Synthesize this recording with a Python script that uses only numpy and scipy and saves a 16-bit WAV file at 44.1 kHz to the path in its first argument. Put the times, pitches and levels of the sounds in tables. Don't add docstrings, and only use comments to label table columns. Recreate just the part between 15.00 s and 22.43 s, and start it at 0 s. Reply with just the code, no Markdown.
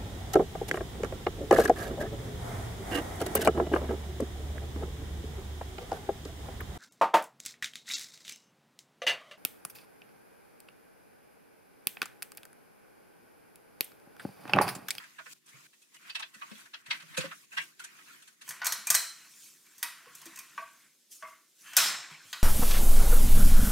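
import sys
import numpy as np
from scipy import signal
from scipy.fft import rfft, irfft, next_fast_len
from scipy.io import wavfile
from scipy.ndimage import uniform_filter1d

SR = 44100
rng = np.random.default_rng(int(sys.argv[2]) if len(sys.argv) > 2 else 0)


def pcm_store(signal):
    levels = np.round(np.clip(np.atleast_2d(signal), -1, 1) * 32767)
    wavfile.write(sys.argv[1], SR, levels.astype(np.int16).T)


def magnitude_from_level(level_db):
    exponent = np.asarray(level_db, float) / 20
    return 10 ** exponent


N = 327652
NATURAL_S = 3.46
STAND_LIKE = 0.1
THUMP_RISE_MS = 6

# pitch in Hz, level in dB, ring time (t60) in s.
TUBE_MODES = [(694, 7.5, 0.065), (910, -57.5, 0.034), (1130, -5.5, 0.2), (1575, -4.5, 0.12),
              (1950, 16.5, 0.012), (2290, 13.5, 0.0078), (2500, 15, 0.013)]
TOOL_MODES = [(2676, 4, 0.025), (3260, 15, 0.0079), (3800, 14.5, 0.0063), (4080, -4.5, .05),
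              (4400, -5, 0.055), (4670, 6, 0.0075), (4860, -13, 0.032)]
WHEEL_MODES = [(6810, -10, 0.008), (7570, -23, 0.0085), (8000, -10, 0.0042), (9210, 6, 0.0017),
               (13200, -25, 0.0045)]
# lowest Hz, highest Hz, share of broad click in dB, length of push in ms,
# blow level in dB, left-right likeness of the rubbing (0-1).
PART_SETTINGS = [
    (1042, 3200, 4, 1, 9, 0.73),
    (2500, 5330, 2, 0.81, 9, 0.73),
    (5240, 14260, 6, 0.45, 9, 0.7),
]
# start in seconds, peak in dB,
# pitch in Hz.
THUMPS = [(0.038, -74, 225), (0.537, -47.5, 136), (0.09, -63, 150), (1.354, -53, 215),
          (1.511, -40, 215), (1.88, -46.5, 145), (2.029, -47.5, 160.4), (2.175, -25, 519),
          (2.185, -29, 161), (2.238, -33.5, 536), (2.25, -37, 166), (2.577, -50, 160),
          (3.49, -51, 146), (3.717, -49, 161), (3.779, -48, 215), (3.894, -46.5, 162),
          (3.943, -48, 165), (4.823, -54.5, 295), (5.065, -48.5, 496), (5.26, -41.5, 330),
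          (6.768, -67, 556), (6.842, -53, 146), (7.111, -49, 151), (7.247, -54, 110),
          (0.19, -48.5, 673), (0.265, -57.5, 497), (1.52, -50, 538), (5.578, -45.5, 633),
          (6.227, -49, 613), (5.1, -58, 169), (3.9, -37.5, 669), (3.948, -38, 702), (6.77, -32.5, 693),
          (3.64, -51, 690)]
# time in seconds, effort in dB, brightness in dB.
TUBE_SHUDDER = [
    (6.766, -80, -5.5),
    (6.771, -34, -2),
    (6.79, -31, 3.5),
    (6.89, -36, 2),
    (6.95, -40, -9),
    (7.01, -45, -16),
    (7.084, -51, -24),
    (7.3, -58, 4.5),
    (7.43, -68.5, 18),
]


def unit(x):
    return x / np.sqrt(np.mean(x ** 2) + 1e-30)


def band(x, lo_hz, hi_hz):
    sos = signal.butter(3, [lo_hz, min(hi_hz, 20000)], "band", fs=SR, output="sos")
    return signal.sosfilt(sos, x)


def pair(size, like):
    mid, side = rng.standard_normal((2, size))
    like = np.clip(like, 0, 1)
    return np.sqrt(1 + like) * mid + np.sqrt(1 - like) * side * np.array([[1], [-1]])


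def through(x, response):
    return signal.fftconvolve(x, np.atleast_2d(response), axes=1)[:, :N]


def coloured(x, hz, db):
    size = next_fast_len(N)
    log_hz = np.log(np.fft.rfftfreq(size, 1 / SR) + 1)
    gain = magnitude_from_level(np.interp(log_hz, np.log(hz), db))
    return irfft(rfft(x, size) * gain, size)[..., :N]


def body(modes, lo_hz, hi_hz, broad_db, hurry):
    t = np.arange(SR // 4) / SR
    ring = sum(magnitude_from_level(db) * np.sin(2 * np.pi * hz * t) * 1000 ** (-t * hurry / t60) for hz, db, t60 in modes)
    click = band(1. * (t == 0), lo_hz, hi_hz)
    both = band(unit(ring), lo_hz * 0.9, hi_hz * 1.14) + magnitude_from_level(broad_db) * unit(click)
    return unit(both) / np.sqrt(len(t))


def tones(s, db, hz, rise_ms, t60, like, spread):
    t = np.arange(int(SR * min(t60 + .01, .3))) / SR
    swell = (1 - np.exp(-(t * 1000 / rise_ms) ** 2)) * 1000 ** (-t / t60)
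    out = np.zeros((2, N + 2 * len(t)))
    chances = rng.random((len(s), 5, 4, 1))
    for at, gain, f, chance in zip((s * SR).astype(int), magnitude_from_level(db), hz, chances):
        for rank, (detune, start, *sides) in enumerate(chance):
            pitch = f * (1 + spread * min(rank, 1) * (2 * detune - 1))
            phase = 2 * np.pi * (pitch * t + start + (1 - like) * np.array(sides))
            out[:, at:at + len(t)] += gain * 0.54 ** rank * swell * np.sin(phase)
    return out[:, :N]


def pushes(table, column, shape, like, kick):
    out = np.zeros((2, N + 2 * len(shape)))
    for row in table:
        at = int(row[0] * SR)
        gain = magnitude_from_level(row[1] + row[column])
        out[:, at:at + len(shape)] += gain * (kick + shape * pair(len(shape), like))
    return out[:, :N]


def effort(answer):
    # start of most effort in seconds, effort in dB, brightness in dB, rise in s, fall in s.
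    fast_strokes = [(0.0, -48, -7, .1, 0.25), (0.2, -54, -9, 0.083, 0.06), (0.336, -54.5, 9.5, 0.12, -0.3),
                    (0.48, -58, 0, 0.023, 0.13), (0.562, -55, -14, 0.12, 0.1),
                    (0.67, -57, -0.5, 0.54, -0.67), (0.97, -52, -3, 0.052, -0.06),
                    (1.1, -45.5, -8, 0.13, -0.02), (1.2, -49.5, -10, 0.087, 0.05),
                    (2.535, -47, -12, .04, .1), (2.62, -49, -17, 0.071, 0.06),
                    (2.82, -50.5, -4, 0.035, .05), (2.33, -48, -13, .03, 0.05), (1.52, -47, -15, 0.077, 0),
                    (1.609, -52, -1.5, 0.74, 0.12), (1.958, -43.5, -9.5, 0.2, 0.08),
                    (2.14, -52.5, -4, 0.42, -10), (2.209, -36.5, -8.5, 0.086, 0.1347),
                    (2.35, -63.5, 8.5, 0.17, 0.4), (2.629, -50, 1.5, 0.26, 0.11),
                    (2.88, -54.5, -15, 0.13, 0.37), (3.141, -54, -1, 0.8, 0.17), (3.22, -73, 7, 0.25, 4)]
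    natural_strokes = [(3.51, -51, 4, 0.13, 0.055), (3.65, -44, -15, 0.23, 0.31), (3.8, -74, -3, .3, .2),
                       (3.89, -44.5, 1, 0.044, 0.19), (3.98, -54, -6, 0.36, 0.042),
                       (4.211, -56, -0.5, 0.16, 0.38), (4.45, -65.5, 17, 0.33, 0.21),
                       (4.81, -63, 6, 0.42, 0.21), (5.02, -54, -24, 0.35, 0.27),
                       (5.2, -57, 0.5, 0.32, 0.44), (5.32, -54.5, -3, 0.63, 0.34),
                       (5.6, -57.5, -0.5, 0.97, 0.37), (5.83, -63.5, 1, 0.86, 0.11),
                       (6.118, -74, 30, .015, 0.13), (6.165, -82, 24, 0.1, 0.043),
                       (6.22, -65, 3, 0.1, 0.016), (6.24, -53.5, -14, .015, 0.22),
                       (6.287, -67, 10, 0.089, 0.17), (6.614, -68.5, 14.5, 0.068, 0.22),
                       (6.676, -56.5, 5.5, 0.094, 0.32), (6.752, -57, 3.5, 0.088, 0.014),
                       (6.775, -45, 17, .008, .15), (7.115, -44, -13, .04, 0.096)]
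    # dB at usual effort, dB per dB of effort, dB per dB of brightness, dB at rest.
    answers = [
        (-71, 0.7552, 0.28, -97),
        (-55.5, 1, 0, -96),
        (-57.5, 1.2, 0.7447, -92),
        (-55.5, 1, 1, -69),
    ]
    usual_effort_db = -55
    stroke_db = 20
    t = np.arange(0, N + 128, 128) / SR
    usual_db, slope, tilt, rest_db = answers[answer]
    s, db, bright, rise, fall = np.transpose([*fast_strokes, *natural_strokes])[:, :, None]
    before, after = (s - t) / np.maximum(rise, 1e-3), (t - s) / np.maximum(fall, 1e-3)
    db = db - stroke_db * np.where(t < s, before, after)
    strokes = magnitude_from_level(slope * (db - usual_effort_db) + tilt * bright)
    at, shake_db, shake_bright = np.transpose(TUBE_SHUDDER)
    shake = slope * (np.interp(t, at, shake_db, left=-150) - usual_effort_db)
    shake = shake + tilt * np.interp(t, at, shake_bright)
    power = np.sum(strokes ** 2, axis=0) + magnitude_from_level(shake) ** 2
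    gain = np.sqrt(magnitude_from_level(usual_db) ** 2 * power + magnitude_from_level(rest_db) ** 2)
    return np.interp(np.arange(N) / SR, t, gain)


def friction(answer, grit_db, like):
    t = np.arange(N) / SR
    grains = magnitude_from_level(grit_db * np.minimum(rng.exponential(size=N), 7))
    return effort(answer) * unit(pair(N, like * (t > NATURAL_S)) * grains)


def room(hurry, echo_db, tied):
    # pitch in Hz, echo time (t60) in s, echo level in dB, left-right likeness (0-1).
    echo_bands = [(150, 1.1, 6.5, 0.9), (500, 0.35, 6.5, 0.87), (1545, 0.48, -1, 1), (4300, 0.56, -4.5, 1),
                  (7460, 0.45, -3.5, 0.5), (13000, 0.36, -4.5, 0.7)]
    near_db, near_ms, gap_ms, direct = -20.5, 7.65, 0.66, 0.65
    t = np.arange(int(1.3 * SR / hurry)) / SR
    hz, *columns = np.transpose(echo_bands)
    tail = magnitude_from_level(near_db) * pair(len(t), 1.0 * tied) * np.exp(-t * 1000 / near_ms)
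    for centre in 110 * 2 ** np.arange(0, 7.5, .5):
        t60, db, like = (np.interp(np.log(centre), np.log(hz), c) for c in columns)
        noise = band(pair(len(t), like * tied), centre * 2 ** -.25, centre * 2 ** 0.27)
        tail = tail + magnitude_from_level(db + echo_db - 30) * noise * 1000 ** (-t * hurry / t60)
    return tail * np.clip(t * 1000 / gap_ms, 0, 1) + direct * (t == 0)


def ports(x):
    # pitch in Hz, gain on the left-right difference in dB.
    width = [(150, -13), (900, -6.5), (1400, -8.5), (4200, -5), (5200, -0.5), (13000, 1.5)]
    side = (x[0] - x[1]) / 2
    natural_speed = np.clip((np.arange(N) / SR - NATURAL_S) * 20, 0, 1)
    change = (coloured(side, *np.transpose(width)) - side) * natural_speed
    return x + change * np.array([[1], [-1]])


def air():
    # pitch in Hz, level in dB per Hz.
    hiss_colour = [(24, -66), (40, -44), (110, -25), (228, -3), (258, -6.5), (293, -4), (1400, -23),
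                   (3550, -7), (4340, -8.5), (10500, -12), (15300, -16.5), (16500, -33)]
    hiss = magnitude_from_level(-65.5) * unit(coloured(pair(N, 0.16), *np.transpose(hiss_colour)))
    ducking = np.minimum(effort(3) / magnitude_from_level(-58.5), 1) ** 0.3
    return ducking * hiss


def pauses():
    # middle in seconds, depth in dB, half length in s.
    let_go = [
        (0.427, -8, 0.045),
        (0.888, -2.5, 0.03),
        (1.32, -4.5, .02),
        (1.84, -7, 0.024),
        (2.484, -8.5, 0.031),
        (2.755, -3.5, 0.043),
        (3.386, -6.5, 0.042),
    ]
    s, db, half = np.transpose(let_go)[:, :, None]
    t = np.arange(0, N + 128, 128) / SR
    dips = magnitude_from_level(np.sum(db * np.exp(-((t - s) / half) ** 4), axis=0))
    return np.interp(np.arange(N) / SR, t, dips)


def stand():
    # pitch in Hz, level in dB, ring time (t60) in s.
    stand_modes = [(158.7, -1, 0.27), (215, -3.5, 0.21), (316, -3.5, 0.092), (375, -8.5, 0.81)]
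    rumble = through(friction(0, 1.4, STAND_LIKE), body(stand_modes, 139.5, 355, 1.5, 0.92))
    s, db, hz = np.transpose(THUMPS)
    low, high = hz < 400, hz >= 400
    deep = tones(s[low], db[low] - 4.5, hz[low], THUMP_RISE_MS, 0.18, STAND_LIKE, 0.218)
    bright = tones(s[high], db[high] - 1.0, hz[high], THUMP_RISE_MS, 0.12, STAND_LIKE, 0.23)
    return deep + rumble + bright


def jolts():
    ms = np.arange(SR // 8) * 1000 / SR
    shape = (1 - np.exp(-ms / THUMP_RISE_MS)) * np.exp(-ms / 12.7)
    rows = [(s, db, 4.5) for s, db, _ in THUMPS]
    jolt = pushes(rows, column=2, shape=shape, like=STAND_LIKE, kick=0)
    return band(jolt, 130, 590) + magnitude_from_level(-7) * band(jolt, 25, 135)


def patchy(x):
    _, _, z = signal.stft(x, nperseg=512)
    field = uniform_filter1d(rng.standard_normal(z.shape[1:]), size=5, axis=0)
    field = uniform_filter1d(field, size=6, axis=1)
    return signal.istft(z * magnitude_from_level(3 * unit(field) - 1), nperseg=512)[1][:, :N]


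def rubbing():
    rub = 0
    for k, modes in enumerate((TUBE_MODES, TOOL_MODES, WHEEL_MODES)):
        lo_hz, hi_hz, broad_db, _, _, like = PART_SETTINGS[k]
        rub = rub + through(friction(k + 1, 2.66, like), body(modes, lo_hz, hi_hz, broad_db - 6, 3.5))
    return patchy(magnitude_from_level(-3.0) * rub)


def hums():
    # start in seconds, peak in dB, pitch in Hz.
    soft_hums = [(5.577, -36.5, 1130), (5.58, -47, 953), (5.58, -49.5, 660), (6.224, -39.5, 1130),
                 (6.226, -51.5, 640.4), (6.23, -51, 980), (5.056, -54, 1115), (7.335, -53, 1450),
                 (4.83, -48.5, 950), (4.83, -50, 2550), (5.372, -56, 1047), (6.23, -52, 2103)]
    fast_hums = [(1.418, -37.5, 1163), (1.198, -45, 1100), (2.8, -40, 1450), (2.568, -32, 2800),
                 (2.572, -34, 3300), (2.6, -36, 2700), (1.232, -42, 3500), (1.097, -41, 3000),
                 (1.1, -43.5, 4600), (1.515, -39, 210), (2.18, -33, 160), (2.24, -38, 290), (2.1, -50, 150),
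                 (2.568, -33, 1900), (2.515, -47, 2600), (2.52, -48, 1600), (2.61, -42, 1600),
                 (1.42, -49, 2300), (3.1, -46, 1400)]
    long_rings = [
        (3.952, -37, 4096),
        (6.775, -35, 5297),
        (6.775, -39, 3830),
    ]
    lines = tones(*np.transpose(soft_hums), 1.5, 0.32, 0.85, 0.0404)
    lines = lines + tones(*np.transpose(fast_hums), 3.6, 0.11, 0, .06)
    lines = lines + tones(*np.transpose(long_rings), 2.5, 0.55, 0.87, 0.0079)
    rough_hz = 90
    grip = np.interp(np.arange(N) * rough_hz / SR, np.arange(2000), rng.standard_normal(2000))
    return lines * (1 + 0.45 * grip)


def patches():
    # start in seconds, peak in dB, pitch in Hz.
    lit_patches = [(0.19, -44, 2420), (0.965, -46, 2930), (1.096, -40, 3600), (1.1, -40, 4800),
                   (1.152, -34, 3100), (1.152, -43, 4400), (1.197, -39, 1240), (1.198, -47, 5000),
                   (1.228, -42, 3500), (1.35, -52, 1528), (1.419, -40, 1174), (1.52, -52, 2180),
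                   (1.55, -45, 3340), (1.6, -54, 2800), (1.74, -46, 3720), (1.908, -21, 2145),
                   (1.91, -41, 3270), (2.176, -31, 2500), (2.18, -32, 6700), (2.212, -43, 4600),
                   (2.318, -43, 2100), (2.535, -44, 2500), (2.579, -26, 1950), (2.585, -39, 2880),
                   (2.575, -40, 1570), (2.598, -29, 2260), (2.58, -39, 3470), (2.615, -46, 3000),
                   (2.8, -49, 1470), (2.844, -37, 1520), (2.84, -47, 7700)]
    return tones(*np.transpose(lit_patches), 5, 0.06, 0, 0.149)


def favoured(table, tone_db, rise_ms, t60, like, spread):
    s, peak, knock, ring, hard, hz = np.transpose(table)
    knock = knock - 0.06 * np.minimum(hard, 0) * (s > NATURAL_S)
    part_db = np.where(hz < PART_SETTINGS[1][0], knock, ring - 3)
    return tones(s, peak + part_db + tone_db, hz, rise_ms, t60, like, spread)


def blows(*kinds):
    return [(s, db, 0, ring_db + 0.23 * hard, hard, hz)
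            for table, ring_db in kinds for s, db, hard, hz in table]


def hurried_blows():
    # start in seconds, strength in dB, hardness in dB, loudest pitch in Hz.
    fast_knocks = [
        (0.039, -53.5, -8, 1615),
        (0.189, -43, -22, 1436),
        (0.262, -48, -32, 1486),
        (1.418, -42.5, -36, 1170),
        (1.657, -54, -8, 1460),
        (2.314, -43.5, -16, 1333),
        (2.526, -53, -6, 2580),
        (2.989, -55.5, -11, 1284),
    ]
    fast_clicks = [(0.462, -71.5, 11, 2360), (0.49, -64, 5.5, 3150), (0.733, -65, -4, 1840),
                   (0.944, -60.5, 3, 2940), (1.197, -44.5, -3, 1088), (1.344, -55, -0.5, 1450),
                   (1.516, -54, -12, 2120), (1.863, -54, -4.5, 3090), (2.003, -51.5, -8, 3100),
                   (2.022, -54.5, -6, 1130), (2.145, -49, -12, 2610), (2.174, -35, -0.5, 2474),
                   (2.251, -44, -10, 1480), (2.573, -37, -14, 1810), (2.58, -33.5, -20, 2020),
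                   (2.186, -42.5, 2.5, 3660), (2.797, -51.5, 2.5, 1404), (2.842, -51.5, 6.5, 1570),
                   (3.224, -61, 3.5, 3430), (3.277, -60.5, 5, 1524), (3.416, -53, -0.5, 1900)]
    fast_rattles = [
        (0.82, -75.5, 14.5, 2560),
        (1.099, -48.5, -8, 2590),
        (1.154, -39.5, -8, 2640),
        (1.226, -42, -18, 3220),
        (1.74, -44, -23, 2860),
        (1.926, -42.5, -20, 2040),
        (1.945, -50, -23, 1590),
        (1.909, -34.5, -13, 2105),
        (2.209, -45, -6, 2800),
    ]
    return blows((fast_knocks, -8), (fast_clicks, 0.5), (fast_rattles, 7))


def natural_blows():
    # start in seconds, strength in dB, hardness in dB, loudest pitch in Hz.
    knocks = [
        (3.477, -51.5, 3, 1010),
        (3.629, -41.5, -27, 1450),
        (3.869, -37, 7, 2400),
        (3.907, -34, -20, 1217),
        (5.057, -56, -16, 1130),
        (5.255, -53.5, 10, 2400),
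        (6.732, -44.5, -3, 2900),
    ]
    thunks = [
        (5.577, -37.5, -27, 1550),
        (6.224, -42, -20, 2100),
    ]
    ticks = [
        (4.827, -38.5, 11, 1880),
    ]
    rattles = [
        (6.758, -45, -14, 3900),
        (7.328, -40, -1, 4000),
    ]
    clicks = [(3.489, -49, 13, 4100), (3.506, -42.5, 1.5, 3100), (3.616, -33, -21.5, 1405),
              (3.644, -43, 9, 2300), (3.655, -38, 6, 4300), (3.666, -30, 4.5, 4220),
              (3.721, -34.5, 6.5, 3810), (3.901, -31, 14.5, 2600), (3.942, -31.5, 6, 1476),
              (3.948, -28, 9.5, 4150), (4.663, -63.5, 5, 2300), (4.78, -70.5, 21.5, 3240),
              (4.791, -62, 4, 3530), (5.15, -71.5, 26.5, 1770), (5.215, -56, 4.5, 2600),
              (5.264, -48.5, -4, 3700), (5.358, -59, 12.5, 2500), (5.372, -48, 0, 2600),
              (5.388, -50, 10, 2420), (6.774, -35, 3, 1480), (6.766, -24.5, 10, 3920),
              (7.338, -45.5, -18, 1426)]
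    return blows((knocks, -2.5), (thunks, -15), (ticks, 2), (rattles, 5), (clicks, -1.5))


def hurried_strikes():
    ms = np.arange(SR // 16) * 1000 / SR
    blurred = np.exp(-.5 * (ms / 4.16 - 2.5) ** 2)
    table = hurried_blows()
    struck = 0
    for k, modes in enumerate((TUBE_MODES, TOOL_MODES, WHEEL_MODES)):
        lo_hz, hi_hz, broad_db, *_ = PART_SETTINGS[k]
        top_hz = hi_hz * (.8 if k == 2 else 1)
        push = pushes(table, k + 2, blurred, 0, 0)
        struck = struck + through(push, body(modes, lo_hz, top_hz, broad_db - 2.5, 1.5))
    struck = magnitude_from_level(-6.0) * np.roll(struck, -int(0.0092 * SR), axis=1)
    ringing = favoured(table, -0.92, 3.4, 0.066, 0, 0.241)
    return through(struck + ringing, room(3.78, 4, 0))


def sparks():
    # start in seconds, peak in dB, pitch in Hz.
    bright_rings = [(3.645, -40, 9200), (3.656, -37.5, 4100), (3.667, -33, 6060), (3.722, -31, 9560),
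                    (3.722, -36.5, 4140), (3.869, -33.5, 9000), (3.902, -24, 8230), (3.902, -27, 9800),
                    (3.943, -35, 6330), (3.949, -32, 6520), (3.951, -25, 7850), (4.828, -51, 6400),
                    (5.577, -42, 1400), (5.587, -51, 2500), (3.619, -45, 2150), (3.667, -34, 4210),
                    (7.329, -42, 5040), (5.582, -47, 1870), (6.767, -22, 6490), (6.767, -18.5, 7480)]
    frame_sings = [
        (3.95, -38, 4080),
        (6.79, -39, 3880),
        (6.79, -37, 5297),
    ]
    short = tones(*np.transpose(bright_rings), 0.34, 0.023, 0.91, 0.098)
    return short + tones(*np.transpose(frame_sings), 2.5, 0.22, 0.9, 0.013)


def cracks():
    # start in seconds, peak in dB.
    first_cracks = [(3.6672, -14.5), (3.7222, -17.5), (3.9022, -14.5), (3.9495, -12), (4.8282, -20),
                    (4.831, -22), (6.7672, -0.5), (6.7689, -6), (6.776, -11), (6.786, -12), (5.157, -40),
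                    (5.217, -40), (5.263, -37), (5.392, -36)]
    s, db = np.transpose(first_cracks)
    spikes = np.zeros((2, N))
    spikes[:, (s * SR).astype(int)] = magnitude_from_level(db)
    return band(spikes, 3500, 15400)


def natural_strikes():
    ms = np.arange(SR // 16) * 1000 / SR
    lag_ms, scatter = 1.264, 0.25
    table = natural_blows()
    struck = 0
    for k, modes in enumerate((TUBE_MODES, TOOL_MODES, WHEEL_MODES)):
        lo_hz, hi_hz, broad_db, push_ms, blow_db, _ = PART_SETTINGS[k]
        sharp = (ms > lag_ms) * np.exp(-(ms - lag_ms) / push_ms)
        contact = 3 * (np.arange(len(ms)) == np.argmax(sharp))
        push = pushes(table, k + 2, scatter * sharp, 1, contact)
        struck = struck + through(push, magnitude_from_level(blow_db) * body(modes, lo_hz, hi_hz, broad_db, 0.97))
    ringing = favoured(table, 2, 0.95, 0.032, 1.0, 0.086)
    return through(struck + cracks() + sparks() + ringing, room(0.99, 0.0, 0.88))


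def bite():
    # pitch in Hz, level in dB, ring time (t60) in s.
    bite_modes = [(1780, 2.5, 0.011), (2690, 1, 0.014), (3100, 1.6, 0.013)]
    start_s, full_s = 6.62, 6.67
    corners = [start_s, full_s, TUBE_SHUDDER[0][0], TUBE_SHUDDER[1][0]]
    swell_db = np.interp(np.arange(N) / SR, corners, [-25, 0, 0, -90], left=-90)
    return through(magnitude_from_level(swell_db - 51) * unit(pair(N, 0.86)), body(bite_modes, 1170, 3700, -6, 0.93))


def freed():
    # pitch in Hz, level in dB, ring time (t60) in s.
    freed_modes = [(1510, -9, 0.019), (1890, -8, 0.0061), (2710, -25, 0.0084), (3900, -8, 0.015),
                   (4350, -0.5, 0.016), (5410, 6, 0.0067), (6430, 3, 0.0035), (7540, 6, 0.0042),
                   (8400, -4, 0.0057)]
    t = np.arange(N) / SR
    at, db, _ = np.transpose(TUBE_SHUDDER)
    shake = magnitude_from_level(np.interp(t, at, db, left=-150) + 3)
    shake = shake * magnitude_from_level(-22 * np.clip(t - at[3], 0, 1))
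    grains = unit(pair(N, .8) * magnitude_from_level(2.4 * np.minimum(rng.exponential(size=N), 6)))
    return through(shake * grains, body(freed_modes, 790, 8200, -3.5, 1))


def scene():
    background = pauses() * (rubbing() + air()) + stand() + jolts()
    turns = hurried_strikes() + patches() + natural_strikes() + hums()
    return ports(background + turns + bite() + freed())


def roll_off(x):
    return signal.sosfilt(signal.butter(12, 16810, fs=SR, output="sos"), x)


def record(dry):
    ceiling = 0.8
    rounded = ceiling * np.tanh(dry / ceiling)
    bass_cut = signal.butter(2, 102, "high", fs=SR, output="sos")
    treble_cut = signal.ellip(4, .5, 22, 15750, fs=SR, output="sos")
    mix = signal.sosfilt(np.vstack([bass_cut, treble_cut]), rounded)
    return roll_off(mix)


dry = scene()
out = record(dry)
pcm_store(out)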